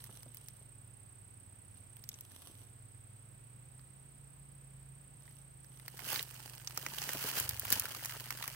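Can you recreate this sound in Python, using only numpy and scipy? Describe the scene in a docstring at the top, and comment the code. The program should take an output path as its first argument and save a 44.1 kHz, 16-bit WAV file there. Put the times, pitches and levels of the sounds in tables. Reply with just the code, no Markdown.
"""A quiet forest floor: an insect trills thinly over a high chorus, and an engine putters far away.
Dry leaf litter is brushed lightly at first, then is pressed and shifted near a coiled snake:
a short crunch and a longer crackling rustle with sharp snaps of leaves and twigs.
Leaves are noise shaped by many tiny fractures, snaps are short noise bursts, the trill is a gliding
tone, the engine is a sum of exhaust harmonics, and the air and the chorus are coloured noise."""
import sys
import numpy as np
from scipy import signal
from scipy.fft import rfft, irfft, next_fast_len
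from scipy.io import wavfile
from scipy.ndimage import uniform_filter1d

SR = 44100
rng = np.random.default_rng(int(sys.argv[2]) if len(sys.argv) > 2 else 0)


def transcribe(signal):
    """Save signal, clipped to [-1, 1], as a 16-bit WAV file at the path in sys.argv[1]."""
    frames = np.atleast_2d(signal).T
    limited = np.clip(frames, -1, 1)
    pcm = np.round(limited * 32767).astype(np.int16)
    wavfile.write(sys.argv[1], SR, pcm)


N = 377039
TIME = np.arange(N) / SR  # seconds
CUTOFF_HZ = 15800  # nothing much is heard above this
FIRM_DB = -48  # the level on the pressure curve that counts as firm pressure

# how alike left and right are in the open air: (frequency [Hz], likeness [-1 to 1])
AIR_LIKENESS = [(100, 0.77), (300, 0.054), (800, 0.048), (2000, 0), (5000, 0)]


def from_db(db):
    """Turn decibels into a gain."""
    return 10 ** (np.asarray(db) / 20)


def rms_one(x):
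    """Scale a signal to an rms of 1."""
    return x / np.sqrt(np.mean(x ** 2) + 1e-20)


def in_time(rows):
    """Draw straight lines between the rows of a curve and read each column at every sample."""
    times, *columns = np.transpose(rows)
    return [np.interp(TIME, times, column) for column in columns]


def at_hz(points, hz):
    """Read a curve over frequency, with straight lines on a log-frequency axis."""
    known_hz, values = np.transpose(points)
    return np.interp(np.log(hz + 1), np.log(known_hz), values)


def panned(pan_db):
    """Left and right gains of constant power; pan_db is left minus right."""
    gains = from_db(np.array([[.5], [-.5]]) * pan_db)
    return gains / np.sqrt(np.mean(gains ** 2, axis=0))


def drift(rate_hz):
    """A smooth random wander around 0 with an rms of 1; a higher rate wanders faster."""
    step = 40  # samples between the points of the wander
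    pole = np.exp(-2 * np.pi * rate_hz * step / SR)
    noise = rng.standard_normal(N // step + 2002)
    slow = signal.lfilter([1], [1, -2 * pole, pole * pole], noise)[2000:]  # skip the filter's start
    return np.interp(np.arange(N) / step, np.arange(len(slow)), rms_one(slow))


def band(x, low_hz, high_hz, order=2):
    """Keep only the frequencies between two edges."""
    edges = [low_hz, min(high_hz, .48 * SR)]
    return signal.sosfilt(signal.butter(order, edges, "band", fs=SR, output="sos"), x + 1e-18)


def decay(x, t60):
    """Let every impulse die away exponentially, by 60 dB in t60 seconds."""
    return signal.lfilter([1], [1, -from_db(-60 / (t60 * SR))], x + 1e-18)


def white():
    """Unrelated white noise for two channels."""
    return rng.standard_normal((2, N))


def coloured(x, spectrum, likeness):
    """Give two unrelated signals a spectrum and a likeness of left and right; rms 1."""
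    size = next_fast_len(N)
    hz = np.arange(size // 2 + 1) * SR / size
    lowest_hz, highest_hz = spectrum[0][0], spectrum[-1][0]
    # fade out beyond both ends of the spectrum
    inside = 1 / (1 + (lowest_hz / (hz + 1)) ** 8) / (1 + (hz / highest_hz / 1.15) ** 16)
    mid, side = rfft(x, size) * from_db(at_hz(spectrum, hz)) * inside
    alike = at_hz(likeness, hz)
    stereo = np.sqrt(1 + alike) * mid + np.sqrt(1 - alike) * side * [[1], [-1]]
    return rms_one(irfft(stereo, size)[:, :N])


def gesture(start, hold, attack, release):
    """Rise to 1 by the start, hold, and fall back to 0 (all in seconds)."""
    rise = (TIME - start) / attack
    fall = (start + hold - TIME) / release
    return np.clip(np.minimum(rise, fall) + 1, 0, 1)


def air():
    """The still air is a soft, steady, mostly low noise."""
    # colour of the air: (frequency [Hz], relative level [dB])
    air_colour = [(25, -14), (50, 5.5), (110, 13), (200, 2), (300, 0), (500, -4), (1000, -7), (2500, -10.5),
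                  (4000, -16), (6500, -21), (10000, -22.5), (15500, -12)]
    return from_db(-62.5) * coloured(white(), air_colour, AIR_LIKENESS) * panned(-1.7)


def insects():
    """A near insect's wing strokes each give a short arched note; many far ones merge into a noise band."""
    # near insect: (time [s], level [dB])
    trill_level = [(2.03, -53), (2.08, -68), (2.35, -56), (3.5, -55), (6.8, -54.5), (7.9, -59)]
    # colour of the far chorus: (frequency [Hz], relative level [dB])
    chorus_colour = [(6900, -39), (7400, -13.5), (7750, -0.5), (8100, 2), (8450, 4.5), (8650, -3.5),
                     (8850, -8.5), (9200, -18)]
    level_db, = in_time(trill_level)
    # 32.38 strokes per second; the place within a stroke runs from -0.5 to 0.5
    stroke = (32.38 * TIME + .04 + .05 * drift(1)) % 1 - .5
    note = np.exp(-np.abs(stroke / 0.19) ** 3)
    # the pitch is highest in the middle of the note
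    pitch_hz = 8610 - 100 * np.minimum((stroke / .16) ** 2, 3) + 18 * drift(40)
    tone = np.sin(2 * np.pi * np.cumsum(pitch_hz) / SR)
    trill = note * tone * from_db(level_db + 0.58 * drift(33))
    chorus = from_db(-64.5) * coloured(white(), chorus_colour, AIR_LIKENESS)
    return trill * panned(-33.0) + chorus * panned(-0.47)


def engine():
    """Exhaust pulses follow the revs; muffler and distance leave a low thud, a weak pipe ring and a drone."""
    # speed of the engine: (time [s], exhaust pulses per second [1/s])
    engine_rate = [(0,22.7),(.25,23.5),(.92,21.6),(1.74,17.4),(2.05,23.7),(2.38,17),(2.75,21.2),(3.05,20.1),(3.85,26.5),(4.45,27.8),(4.8,26.6),(5.12,27.8),(6.6,24),(6.95,28),(7.33,26.2),(7.8,19.7),(7.97,24),(8.55,25.3)]
    # loudness of its thud: (time [s], level [dB])
    engine_level = [(0.0, -56), (0.04, -58), (1.74, -61.5), (2.07, -57), (2.36, -67), (2.6, -58),
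                    (3.83, -58), (3.88, -61), (4.93, -55), (5.07, -61), (5.38, -59), (7.36, -56),
                    (7.43, -50.5), (7.81, -53.5), (7.83, -59), (8.19, -54), (8.48, -58), (8.55, -52)]
    # exhaust harmonics 1 to 8: (relative level under load [dB], with the throttle shut [dB])
    exhaust = [(-27, -21), (-9, -8), (-30, 6), (-13.5, 5.5), (3, 9), (3, 0), (-11, -18), (-4, -20)]
    (rate,), (level_db,) = in_time(engine_rate), in_time(engine_level)
    shut = gesture(start=7.39, hold=0.17, attack=0.11, release=0.44)  # the engine coasts once
    phase = 2 * np.pi * np.cumsum(rate * (1 + 0.0013 * drift(8.3))) / SR

    pulses = np.zeros(N)
    for harmonic, (loaded_db, coasting_db) in enumerate(exhaust, 1):
        harmonic_db = loaded_db + shut * (coasting_db - loaded_db)
        pulses += from_db(harmonic_db) * np.cos(harmonic * phase)
    uneven = pulses * from_db(1.34 * drift(22))
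    thud = signal.sosfilt(signal.butter(10, 137, fs=SR, output="sos"), uneven)
    thud = thud / np.sqrt(uniform_filter1d(thud ** 2, size=8000) + 1e-9)  # even out the loudness

    firings = np.diff(phase // (2 * np.pi), prepend=0)  # one click per exhaust pulse
    pipe_db = np.interp(rate, [18, 26], [-77, -85])  # the pipe rings most at low revs
    pipe = from_db(pipe_db) * rms_one(band(firings, 252, 291))
    drone = from_db(-77.5) * rms_one(band(rng.standard_normal(N), 183.3, 195.0))
    return (from_db(level_db) * thud + pipe + drone) * panned(-2.1)


def bumps():
    """Weight settling on soft soil gives short dull knocks: fading noise with its treble removed."""
    # knocks: (time [s], peak level before the common lift [dB], upper edge [Hz])
    knocks = [(0.092,-51,760),(0.262,-52.5,413),(.612,-60,694),(2.496,-55,385),(6.126,-40,1010),(6.775,-47.5,694),(6.864,-52,502),(7.149,-38.5,750),(7.246,-38.5,500),(7.371,-43.5,613),(7.491,-57,413),(7.723,-40.5,450),(7.974,-55,402.5)]
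    lift_db = 3.5
    out, size = np.zeros(N), SR // 6
    fade = from_db(-60 * np.arange(size) / SR / 0.066)  # 60 dB in 0.066 s
    for (s, peak_db, top_hz), noise in zip(knocks, rng.standard_normal((len(knocks), size))):
        knock = band(noise * fade, 92, top_hz)
        start = int(s * SR)
        out[start:start + size] += knock / np.abs(knock).max() * from_db(peak_db + lift_db)
    return out


def fractures(per_s, spread_db, t60):
    """Power of tiny leaf fractures: random moments, mostly small, each dying fast; local mean about 1."""
    sizes = from_db(spread_db * np.minimum(rng.exponential(1, N), 3.5))
    breaks = rng.random(N) < per_s / SR
    power = decay(breaks * sizes ** 2, t60 / 2)  # power needs half the t60 of the sound
    return power / (uniform_filter1d(power, size=4000) + 1e-3)


def crackle(given, spectrum, per_s, spread_db, t60, own, scatter):
    """Fractures, a given part of them its own and the rest handed in, over a smooth leaf hiss."""
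    # how alike left and right are: (frequency [Hz], likeness [-1 to 1])
    leaf_likeness = [(200, 0.79), (600, 0.92), (1300, 0.8), (2600, -0.32), (6000, 0.058), (12000, -0.086)]
    power = (1 - own) * given + own * fractures(per_s, spread_db, t60) + scatter
    return coloured(white() * np.sqrt(power), spectrum, leaf_likeness)


def touch():
    """Strength of the light brushing: each touch swells, holds and lets go."""
    # light touches: (time [s], length [s], level [dB])
    touches = [(.01, 0.16, -61.5), (0.34, .22, -66), (1.77, 0.24, -70.5), (2.202, 0.414, -60.5),
               (5.26, .1, -67.5), (5.718, 0.31, -67.5)]
    return sum(from_db(db) * gesture(s, length, attack=0.14, release=0.11) for s, length, db in touches)


def brushing():
    """Leaves that barely touch give uneven swishes with faint ticks in them."""
    # colour of the brushing: (frequency [Hz], relative level [dB])
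    brush_colour = [(250, -2.5), (1200, -6.5), (2300, -13), (3000, -1), (5000, -8.5), (6200, -4),
                    (7100, -17.5), (10300, 2), (11800, -12), (13300, 2), (15500, -18)]
    ticks = fractures(160, spread_db=17.0, t60=0.011)
    swish = touch() * from_db(3.0 * drift(4.4))
    leaves = crackle(ticks, brush_colour, 490, spread_db=13.5, t60=0.011, own=0.4, scatter=0.62)
    return swish * panned(-4.0) * leaves


def pressure():
    """How hard the litter is pressed, in dB above firm pressure."""
    # pressure in the short crunch: (time [s], level [dB])
    crunch_curve = [(5.72, -79), (5.96, -62.5), (6.11, -40), (6.18, -42.5), (6.25, -58.5), (6.47, -56.5),
                    (6.66, -62)]
    # pressure in the longer rustle: (time [s], level [dB])
    rustle_curve = [(6.74, -57.0), (6.79, -53.5), (6.89, -52.5), (7.04, -45.5), (7.179, -46.5),
                    (7.281, -40), (7.33, -45.5), (7.384, -38), (7.48, -51.0), (7.6, -53.5), (7.68, -47.5),
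                    (7.745, -41), (7.83, -49.0), (8.0, -51.5), (8.1, -50.0), (8.28, -54.0), (8.44, -51),
                    (8.55, -55.5)]
    level_db, = in_time([*crunch_curve, *rustle_curve])
    return level_db - FIRM_DB


def pressed():
    """The litter lies still until it is pressed: 0, then 1."""
    return np.clip((TIME - 5.72) / 0.1, 0, 1)


def leaf_pops():
    """Curled leaves spring back, in time more often, each with a hollow pop at one of ten pitches."""
    per_s = np.interp(TIME, [5.9, 6.2, 7.5, 7.8], [0, 10, 14, 55])
    sizes = from_db(4 * np.minimum(rng.exponential(1, N), 1.8))
    clicks = (rng.random(N) < per_s / SR) * sizes
    pitches_hz, dealt = np.geomspace(1150, 2100, num=10), rng.integers(0, 10, N)
    pops = np.zeros(N)
    for k, hz in enumerate(pitches_hz):
        pops += signal.lfilter(*signal.iirpeak(hz, 4, fs=SR), clicks * (dealt == k) + 1e-18)
    return from_db(np.minimum(pressure(), -3) - 14.0) * pops * panned(-3.5)


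def lesser_snaps(count):
    """Small snaps fall at random, sized by how much the leaves move; same columns as the loud snaps."""
    # level above the movement around the snap: (body [dB], crack [dB], crisp top [dB])
    above_movement = (-1.5, -0.73, 3.6)
    spread_db, limit_db = 2.5, -57  # scatter between snaps; movement beyond which they grow no louder
    moving = touch() + pressed() * from_db(FIRM_DB + pressure())
    moving = np.minimum(moving, from_db(limit_db))
    at, chance = rng.integers(0, N, count), rng.standard_normal((count, 4))
    moving_db = 20 * np.log10(moving[at, None] + 1e-9)
    levels_db = moving_db + above_movement + spread_db * chance[:, :3]
    pan_db = 4 * chance[:, 3] - 2
    return np.column_stack([at / SR, levels_db, pan_db])


def snap_band(rows, levels_db, low_hz, high_hz, break_t60, leaf_db, leaf_t60, tail_db, tail_t60, alike, ring_db):
    """Each snap: an abrupt break, a short ringing of its own leaf, a faint tail off the ground."""
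    out, size = np.zeros((2, N + SR // 4)), SR // 8
    t = np.arange(size) / SR
    shape = from_db(-60 * t / break_t60)
    shape = shape + from_db(leaf_db - 60 * t / leaf_t60) + from_db(tail_db - 60 * t / tail_t60)
    noise, places = rng.standard_normal((len(rows), 2, size)), rng.random(len(rows))
    pairs = np.sqrt(1 + alike) * noise[:, :1] + np.sqrt(1 - alike) * noise[:, 1:] * [[1], [-1]]
    bursts = band(pairs * shape, low_hz, high_hz)
    for (s, *_, pan_db), level_db, place, burst in zip(rows, levels_db, places, bursts):
        # each leaf rings at its own pitch within the band
        leaf_hz = low_hz + (.2 + .6 * place) * (min(high_hz, CUTOFF_HZ) - low_hz)
        burst = burst + from_db(ring_db) * signal.lfilter(*signal.iirpeak(leaf_hz, 6, fs=SR), burst)
        # the rms of the first 5 ms sets the level
        attack = np.sqrt(np.mean(burst[:, :SR // 200] ** 2, axis=1, keepdims=True))
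        start = int(s * SR)
        out[:, start:start + size] += burst / attack * from_db(level_db) * panned(pan_db)
    return out[:, :N]


def snaps():
    """Brittle leaves and twigs break, in three bands; their low part rings longest."""
    # loudest snaps, levels before each band's trim:
    # (time [s], body level [dB], crack level [dB], crisp top level [dB], left minus right [dB])
    loud_snaps = [(0.041, -59, -54.5, -44.5, -4.5), (0.231, -62.5, -58, -51, 1),
                  (0.3455, -64, -69, -44, -4), (0.3707, -66, -54.5, -47, -2), (0.4845, -59.5, -53, -43, -2),
                  (1.9681, -61, -68, -49.5, -2), (2.039, -65, -52.5, -49.5, -4), (2.09, -77, -41.5, -39, 0),
                  (2.1158, -73, -55, -73, -2), (2.1415, -81, -48.5, -71, 0), (2.209, -70, -62, -42.5, 0),
                  (3.794, -63.5, -65, -68, -7), (5.2782, -57.5, -84, -65, -3), (5.645, -63.5, -62, -58, -6),
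                  (5.798, -57, -61.5, -54, 1), (5.8805, -44.5, -47, -42.5, 0), (5.9916, -45, -53, -46, -4),
                  (6.1293, -38.5, -56, -37, 0), (6.1593, -38.5, -37, -44, 6), (6.1936, -42.5, -36, -52, -3),
                  (6.2272, -76, -46.5, -35, -4), (6.6735, -52, -36, -43, -4),
                  (6.775, -37.5, -36.5, -33.5, -2.5), (6.8641, -35.5, -40, -43.5, -2.5),
                  (6.9842, -57, -37.5, -37.5, -5), (7.0181, -44, -39.5, -46, -2),
                  (7.091, -36, -39.5, -38, -2), (7.1342, -48, -58, -34, 2), (7.37, -37.5, -45, -47, -1),
                  (7.3854, -57, -52, -34, 4), (7.4002, -52, -51, -27.5, 6), (7.492, -55, -41, -27, 0),
                  (7.51, -46.5, -46, -44, -4), (7.5963, -73, -51, -30, -1), (7.6518, -39.5, -57, -35.5, 0),
                  (7.7033, -43, -37, -28.5, -6), (7.72, -42, -33, -29, -5), (7.7251, -33.5, -33, -20, 5),
                  (7.731, -41, -33.5, -30, -3), (7.7972, -51, -38, -25.5, -3),
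                  (7.8551, -41, -46.5, -39, -1), (7.9485, -43, -46, -40.5, -2), (8.0483, -46, -44, -37, -4),
                  (8.0575, -42, -41.5, -35.5, 2), (8.3058, -35.5, -42, -36, 2), (8.4257, -40, -42, -46, 3),
                  (8.4409, -40, -50, -41, 1), (8.4783, -40, -44, -35, 5)]
    rows = np.vstack([loud_snaps, lesser_snaps(count=60)])
    _, body_db, crack_db, top_db, _ = rows.T
    body = snap_band(rows, body_db, 750, 2600, break_t60=.003, leaf_db=-6, leaf_t60=.02,
                     tail_db=-24, tail_t60=.12, alike=.35, ring_db=4)
    crack = snap_band(rows, crack_db, 1940, 7680, break_t60=0.00075, leaf_db=-2, leaf_t60=0.022,
                      tail_db=-40, tail_t60=0.049, alike=-0.32, ring_db=12.5)
    top = snap_band(rows, top_db, 9900, 23300, break_t60=0.00068, leaf_db=-9.5, leaf_t60=0.016,
                    tail_db=-28, tail_t60=0.038, alike=0, ring_db=-32)
    return body * panned(-6.0) * from_db(-0.76) + crack * panned(0.24) + top * from_db(1.0)


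def rustle():
    """Harder pressing breaks more leaves per second; big leaves sound low, dry edges high."""
    # colour of the big leaves: (frequency [Hz], relative level [dB])
    body_colour = [(130, -5.5), (230, -0.5), (350, -3.5), (550, -1.5), (720, -3.5), (900, 0.5), (1150, -6)]
    # colour of the breaking leaf blades: (frequency [Hz], relative level [dB])
    blade_colour = [(500, -16), (900, -8.5), (1600, 3), (2200, -1), (3000, 5), (3600, -3.5), (4800, 1.5),
                    (6100, -3.5), (7100, -6), (8500, -0.5), (11000, -7)]
    # colour of their dry edges: (frequency [Hz], relative level [dB])
    edge_colour = [(6500, 9.5), (9000, -18.5), (10400, 6.5), (11700, 3), (13300, 8.5), (15500, 7.5)]
    # where the litter moves, before each band's offset: (time [s], left minus right [dB])
    litter_pan = [(6.2, -6.5), (6.9, -5.5), (7.3, -3.5), (7.7, -2), (8.5, -4.5)]
    press_db = pressure()
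    pan_db, = in_time(litter_pan)
    per_s = 480 * from_db(.8 * press_db)  # fractures per second
    common = fractures(per_s, spread_db=4.5, t60=.012)  # heard in both the blades and the edges
    body = crackle(common, body_colour, per_s / 2, spread_db=5.0, t60=0.027, own=1.0, scatter=0.057)
    blades = crackle(common, blade_colour, per_s, spread_db=4.5, t60=.016, own=.35, scatter=.2)
    edges = crackle(common, edge_colour, per_s, spread_db=5.0, t60=.006, own=.45, scatter=.25)
    # level at firm pressure [dB], plus the dB gained per dB of pressure
    body = body * from_db(-58.5 + 0.77 * press_db) * panned(-0.64)
    blades = blades * from_db(-47.5 + 0.93 * press_db) * panned(pan_db - .6)
    edges = edges * from_db(-47.5 + 0.91 * press_db) * panned(pan_db + 4.0)
    return pressed() * (body + blades + edges)


def scene():
    """Engine and air far off, insects in the undergrowth, litter close by."""
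    far = air() + engine()
    litter = bumps() + brushing() + leaf_pops() + snaps() + rustle()
    return far + insects() + litter


def record(dry):
    """Cut the top of the treble steeply."""
    return signal.sosfilt(signal.ellip(10, .1, 70, CUTOFF_HZ, fs=SR, output="sos"), dry)


dry = scene()
out = record(dry)
transcribe(out)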